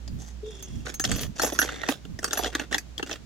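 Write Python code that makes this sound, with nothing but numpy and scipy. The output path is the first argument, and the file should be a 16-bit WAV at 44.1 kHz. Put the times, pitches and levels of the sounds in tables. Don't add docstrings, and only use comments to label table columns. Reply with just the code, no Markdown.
import sys
import numpy as np
from scipy import signal
from scipy.fft import rfft, irfft
from scipy.io import wavfile

SR = 44100
rng = np.random.default_rng(int(sys.argv[2]) if len(sys.argv) > 2 else 0)


def store_pcm(level_fs):
    pcm = np.round(np.clip(level_fs, -1, 1) * 32767).astype(np.int16)
    wavfile.write(sys.argv[1], SR, np.atleast_2d(pcm).T)


N = 143325
TAU, SIDES = 2 * np.pi, np.array([[1], [-1]])
PART_PAN_DB = [-4, -2, -1.0]
CONTACT_S = 0.004

KNOCK_WINDOW_S = .01
CONTACTS_PER_S, CONTACT_SPREAD_DB = 8000, 2.5
ATTACK_CYCLES = 0.41
FAVOUR_DB, FAVOUR_Q = 8.5, 3.3
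# [start_s, favoured_hz, thud_db, clack_db, tick_db]
KNOCKS = [(0.077, 2320, -52, -52, -43.5), (0.865, 1580, -39, -33, -49), (0.997, 1650, -33, -29.5, -27.5),
          (1.04, 600, -35, -29, -26.5), (1.049, 3320, -31, -24.5, -26), (1.115, 1820, -36, -28, -28),
          (1.396, 1680, -30, -23, -29), (1.417, 690, -27.5, -34.5, -28), (1.433, 530, -21, -30, -29.5),
          (1.445, 266, -26.5, -34, -29), (1.522, 400, -28, -40, -40.5), (1.589, 1450, -28, -16, -22),
          (1.615, 1640, -33.5, -22, -27), (1.623, 1550, -32.5, -25.5, -33), (1.689, 1600, -38.5, -30, -46),
          (1.833, 1450, -34, -29, -50), (1.887, 276, -21, -24, -30), (2.051, 3420, -43, -48.5, -56.5),
          (2.189, 1780, -37.5, -38.5, -40.5), (2.243, 1550, -34.5, -25.5, -25),
          (2.308, 1630, -39, -32.5, -40), (2.331, 1520, -31.5, -27.5, -24), (2.373, 595, -32, -29, -34),
          (2.39, 690, -26, -37, -37), (2.444, 590, -31, -28, -33.5), (2.458, 266, -30, -32.5, -50),
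          (2.55, 312, -28, -23, -33), (2.595, 2020, -31.5, -28.5, -37), (2.726, 1900, -44, -25.5, -35),
          (2.744, 2000, -29, -20, -29.5), (2.781, 2070, -45.5, -31.5, -29.5),
          (2.979, 3430, -43.5, -31.5, -38), (2.995, 1920, -32.5, -34.5, -51), (3.027, 273, -29, -29, -40.5),
          (3.093, 1600, -39.5, -38.5, -44), (3.112, 664, -36.5, -31.5, -36.5),
          (3.128, 3340, -43, -36.5, -36)]


def knocks():
    out = silence()
    t = np.arange(SR // 7) / SR
    for start_s, favoured_hz, *levels_db in KNOCKS:
        for modes, level_db, pan_db in zip(contact_parts(), levels_db, PART_PAN_DB):
            lowest_hz = min(hz for hz, *_ in modes)
            swell = -np.expm1(-t * lowest_hz / ATTACK_CYCLES)
            shape = swell * np.exp(-t / CONTACT_S)
            force = shape * clicks(CONTACTS_PER_S, CONTACT_SPREAD_DB, size=len(t))
            force = force + from_db(FAVOUR_DB) * resonate(force, favoured_hz, FAVOUR_Q)
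            sound = rms_one(body(force, modes), size=int(KNOCK_WINDOW_S * SR))
            add(out, start_s, from_db(level_db) * pan(pan_db) * sound)
    return out


RATTLES_PER_S, RATTLE_SPREAD_DB = 300, 3
GRAIN_S, SLIDE_DB = .0012, -16.5
SHUFFLE_ATTACK_S, SHUFFLE_RELEASE_S = 0.0028, 0.017
# [start_s, end_s, plastic_db, metal_db]
SHUFFLES = [(0.179, 0.309, -58, -52), (.45, 0.814, -60.5, -56), (.85, 0.904, -42, -44.5),
            (1.059, 1.242, -39.5, -40), (1.353, 1.42, -47.5, -44), (1.418, 1.472, -35, -32),
            (1.484, 1.597, -44, -45), (1.624, 1.645, -36, -35.5), (1.651, 1.892, -41.5, -48.5),
            (1.898, 1.922, -35.5, -41), (2.219, 2.282, -41, -43), (2.317, 2.479, -38, -42),
            (2.518, 2.626, -42.5, -53.5), (2.709, 2.765, -38, -46), (3.059, 3.147, -45.5, -50.5)]


def shuffles():
    out = silence()
    for start_s, end_s, plastic_db, metal_db in SHUFFLES:
        length_s = end_s - start_s
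        t = np.arange(int((length_s + 0.11) * SR)) / SR
        release = np.exp(-np.maximum(t - length_s, 0) / SHUFFLE_RELEASE_S)
        shape = np.minimum(t / SHUFFLE_ATTACK_S, 1) * release
        grain = t / GRAIN_S * np.exp(-t / GRAIN_S)
        touches = np.abs(clicks(RATTLES_PER_S, RATTLE_SPREAD_DB, size=len(t)))
        levels_db = plastic_db, plastic_db, metal_db
        for modes, level_db, pan_db in zip(contact_parts(), levels_db, PART_PAN_DB):
            sound = 0
            for some_modes in (modes[::2], modes[1::2]):
                uneven_touches = touches * rng.random(len(t))
                pressure = signal.fftconvolve(uneven_touches, grain)[:len(t)] + from_db(SLIDE_DB)
                friction = shape * pressure * rng.standard_normal(len(t))
                sound = sound + body(friction, some_modes)
            sound = rms_one(sound, size=int(length_s * SR))
            add(out, start_s, from_db(level_db) * pan(pan_db) * sound)
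    return out


KEY_RANGE_HZ, KEY_WIDTH_HZ, KEY_DB, KEY_FALL_DB_PER_OCT = (4270, 15790), 26.3, 5, 10
# [pitch_hz, width_hz, relative_level_db]
TICK = [(5115, 540, -1), (5870, 260, 5), (6470, 610, 2), (7460, 870, -6), (11100, 3400, -21)]


def key_modes(count):
    low_hz, high_hz = KEY_RANGE_HZ
    partials = []
    for hz in rng.uniform(low_hz, high_hz, count):
        partials.append((hz, KEY_WIDTH_HZ, KEY_DB - KEY_FALL_DB_PER_OCT * np.log2(hz / low_hz)))
    return TICK + partials


# [pitch_hz, width_hz, relative_level_db]
THUD = [(276.4, 90, 1), (446.6, 92, -2.5), (588, 137, -7), (787, 139, -4)]
# [pitch_hz, width_hz, relative_level_db]
CLACK = [(1176, 225, -5.5), (1513, 278, 0.5), (1835, 181, 0.5), (2710, 127, -2), (3412, 400, -1.5),
         (4370, 500, -11.5)]


def contact_parts():
    return THUD, CLACK, key_modes(count=14)


MODE_SPREAD_DB, DETUNE = 3.5, 0.0304
SCATTER_DB, SCATTER_T60_S = -11, 0.096
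BODY_WIDTH = 0.43


def body(force, modes):
    out = 0
    t = np.arange(len(force)) / SR
    for k, (hz, width_hz, level_db) in enumerate(modes):
        wave = resonate(force, hz * (1 + DETUNE * rng.normal()), hz / width_hz)
        side = signal.lfilter([0, rng.normal(), 0, rng.normal()], [1], wave)
        strength = (-1) ** k * from_db(level_db + MODE_SPREAD_DB * rng.normal())
        out = out + strength * (wave + BODY_WIDTH * side * SIDES)
    echoes = rng.standard_normal(out.shape) * decay(t, SCATTER_T60_S)
    scatter = []
    for ear, echo in zip(out, echoes):
        scatter.append(signal.fftconvolve(ear, echo / np.linalg.norm(echo))[:len(t)])
    return out + from_db(SCATTER_DB) * np.array(scatter)


# [start_s, level_db]
LARGE_RING_HITS = [(1.158, -38.5), (1.208, -36), (1.419, -32.5), (1.449, -35), (1.468, -39), (1.528, -38.5),
                   (1.593, -26), (1.89, -38), (2.373, -30.5)]
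# [pitch_hz, relative_level_db]
LARGE_RING = [(5706, -16), (5992, 2), (9916, -2), (11310, 0.5), (12688, -6.5), (15402, -5.5)]


def large_ring():
    return steel_ring(LARGE_RING_HITS, LARGE_RING, t60=0.13, spread_db=3.5)


# [start_s, level_db]
SMALL_RING_HITS = [(.625, -39), (.941, -35.5), (1.002, -29)]
# [pitch_hz, relative_level_db]
SMALL_RING = [(6422, 0)]


def small_ring():
    return steel_ring(SMALL_RING_HITS, SMALL_RING, t60=0.11, spread_db=5.0)


RING_WINDOW_S = .02
RING_BLUR_HZ = 39.8
RING_SCRAPE_DB, RING_SCRAPE_T60_S = -6.5, 0.053


def steel_ring(hits, modes, t60, spread_db):
    out = silence()
    t = np.arange(SR // 4) / SR
    for start_s, level_db in hits:
        scrape = rng.standard_normal((len(SIDES), len(t))) * decay(t, RING_SCRAPE_T60_S)
        chime = from_db(RING_SCRAPE_DB) * scrape
        for hz, mode_db in modes:
            jostle = np.cumsum(rng.standard_normal(len(t))) * np.sqrt(TAU * RING_BLUR_HZ / SR)
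            phase = TAU * rng.random() + rng.standard_normal(SIDES.shape) + jostle
            strength = from_db(mode_db + spread_db * rng.standard_normal(SIDES.shape))
            shape = decay(t, t60) * -np.expm1(-t / CONTACT_S)
            chime = chime + strength * np.sin(TAU * hz * t + phase) * shape
        add(out, start_s, from_db(level_db) * rms_one(chime, size=int(RING_WINDOW_S * SR)))
    return out


CALM_DB, PUFF_HALF_S = -49, 0.057
WIND_PAN_DB = -8
# [peak_s, level_db]
PUFFS = [(0.148, -33), (0.77, -33.5), (1.12, -26), (1.259, -32), (2.119, -38.5)]
# [pitch_hz, relative_level_db]
WIND_SPECTRUM = [(30, -9), (130, -2.5), (240, -8), (700, -55.5)]


def wind():
    t = np.arange(N) / SR
    level = from_db(CALM_DB)
    for peak_s, puff_db in PUFFS:
        level = level + from_db(puff_db) * np.exp(-np.square((t - peak_s) / PUFF_HALF_S))
    return level * pan(WIND_PAN_DB) * noise(WIND_SPECTRUM, width=1)


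HUM_HZ, HUM_PAN_DB, HUM_WAVER_DB = 59.9, -5, 3.5
# [time_s, level_db]
HUM = [(.3, -40.5), (1.5, -47.5)]


def hum():
    level_db, = in_time(HUM)
    level = from_db(level_db + HUM_WAVER_DB * waver(hz=4.8))
    return level * pan(HUM_PAN_DB) * sine(np.full(N, HUM_HZ))


# [time_s, pitch_hz, level_db]
TONE = [(.412, 403, -88), (.435, 422.6, -34), (.5, 438.4, -40), (.53, 398, -53.5), (1.2, 298, -78)]


def hollow_tone():
    hz, level_db = in_time(TONE)
    return from_db(level_db + 2.8 * waver(hz=64)) * sine(hz)


SQUEAK_AT_S, SQUEAK_DB, SQUEAK_ATTACK_S, SQUEAK_T60_S = .435, -46.5, 0.027, 1.3
SQUEAK_HZ, SQUEAK_WIDTH_HZ, SQUEAK_SAG_HZ_PER_S = 3517, 190, 580


def squeak():
    t = np.maximum(np.arange(N) / SR - SQUEAK_AT_S, 0)
    shape = -np.expm1(-t / SQUEAK_ATTACK_S) * decay(t, SQUEAK_T60_S)
    band = waver(SQUEAK_WIDTH_HZ) * sine(SQUEAK_HZ - SQUEAK_SAG_HZ_PER_S * t)
    return from_db(SQUEAK_DB) * shape * band


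AIR_DB = -53
# [pitch_hz, relative_level_db]
AIR_SPECTRUM = [(300, 6.5), (1100, -5), (7000, -10), (9000, -20.5), (16000, -28)]


def outdoor_hiss():
    return from_db(AIR_DB) * noise(AIR_SPECTRUM, width=1.0)


def from_db(db):
    return 10 ** (np.asarray(db) / 20)


def rms_one(x, size=None):
    return x / np.sqrt(np.mean(x[..., :size] ** 2) + 1e-20)


def in_time(rows):
    times_s, *columns = np.transpose(rows)
    return [np.interp(np.arange(N) / SR, times_s, column) for column in columns]


def pan(db):
    return rms_one(from_db(db * SIDES / 2))


def silence():
    return np.zeros((2, N))


def add(out, start_s, x):
    i = int(start_s * SR)
    out[:, i:i + x.shape[1]] += x[:, :N - i]


def noise(spectrum, width):
    hz, level_db = np.transpose(spectrum)
    bins_hz = np.fft.rfftfreq(N) * SR
    colour = from_db(np.interp(np.log1p(bins_hz), np.log1p(hz), level_db))
    mid, side = (irfft(rfft(rng.standard_normal(N)) * colour, N) for _ in SIDES)
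    return rms_one(mid + width * side * SIDES)


def waver(hz):
    return noise([(hz, 0), (10 * hz, -90)], width=0.46)


def clicks(per_s, spread_db, size):
    strength = from_db(spread_db * np.minimum(rng.exponential(size=size), 4))
    return (rng.random(size) < per_s / SR) * strength * rng.choice([-1, 1], size)


def decay(t, t60):
    return from_db(-60 * t / t60)


def sine(hz):
    return np.sqrt(2) * np.sin(TAU * np.cumsum(hz) / SR)


def resonate(x, hz, q):
    return signal.lfilter(*signal.iirpeak(hz, q, fs=SR), x + 1e-18)


def scene():
    keys_and_box = knocks() + shuffles() + large_ring() + small_ring()
    background = wind() + hum() + hollow_tone() + squeak() + outdoor_hiss()
    return keys_and_box + background


OVERLOAD, CUTOFF_HZ = 1, 16100


def record(dry):
    rounded = OVERLOAD * np.tanh(dry / OVERLOAD)
    return signal.sosfilt(signal.ellip(10, .2, 80, CUTOFF_HZ, fs=SR, output="sos"), rounded)


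dry = scene()
out = record(dry)
store_pcm(out)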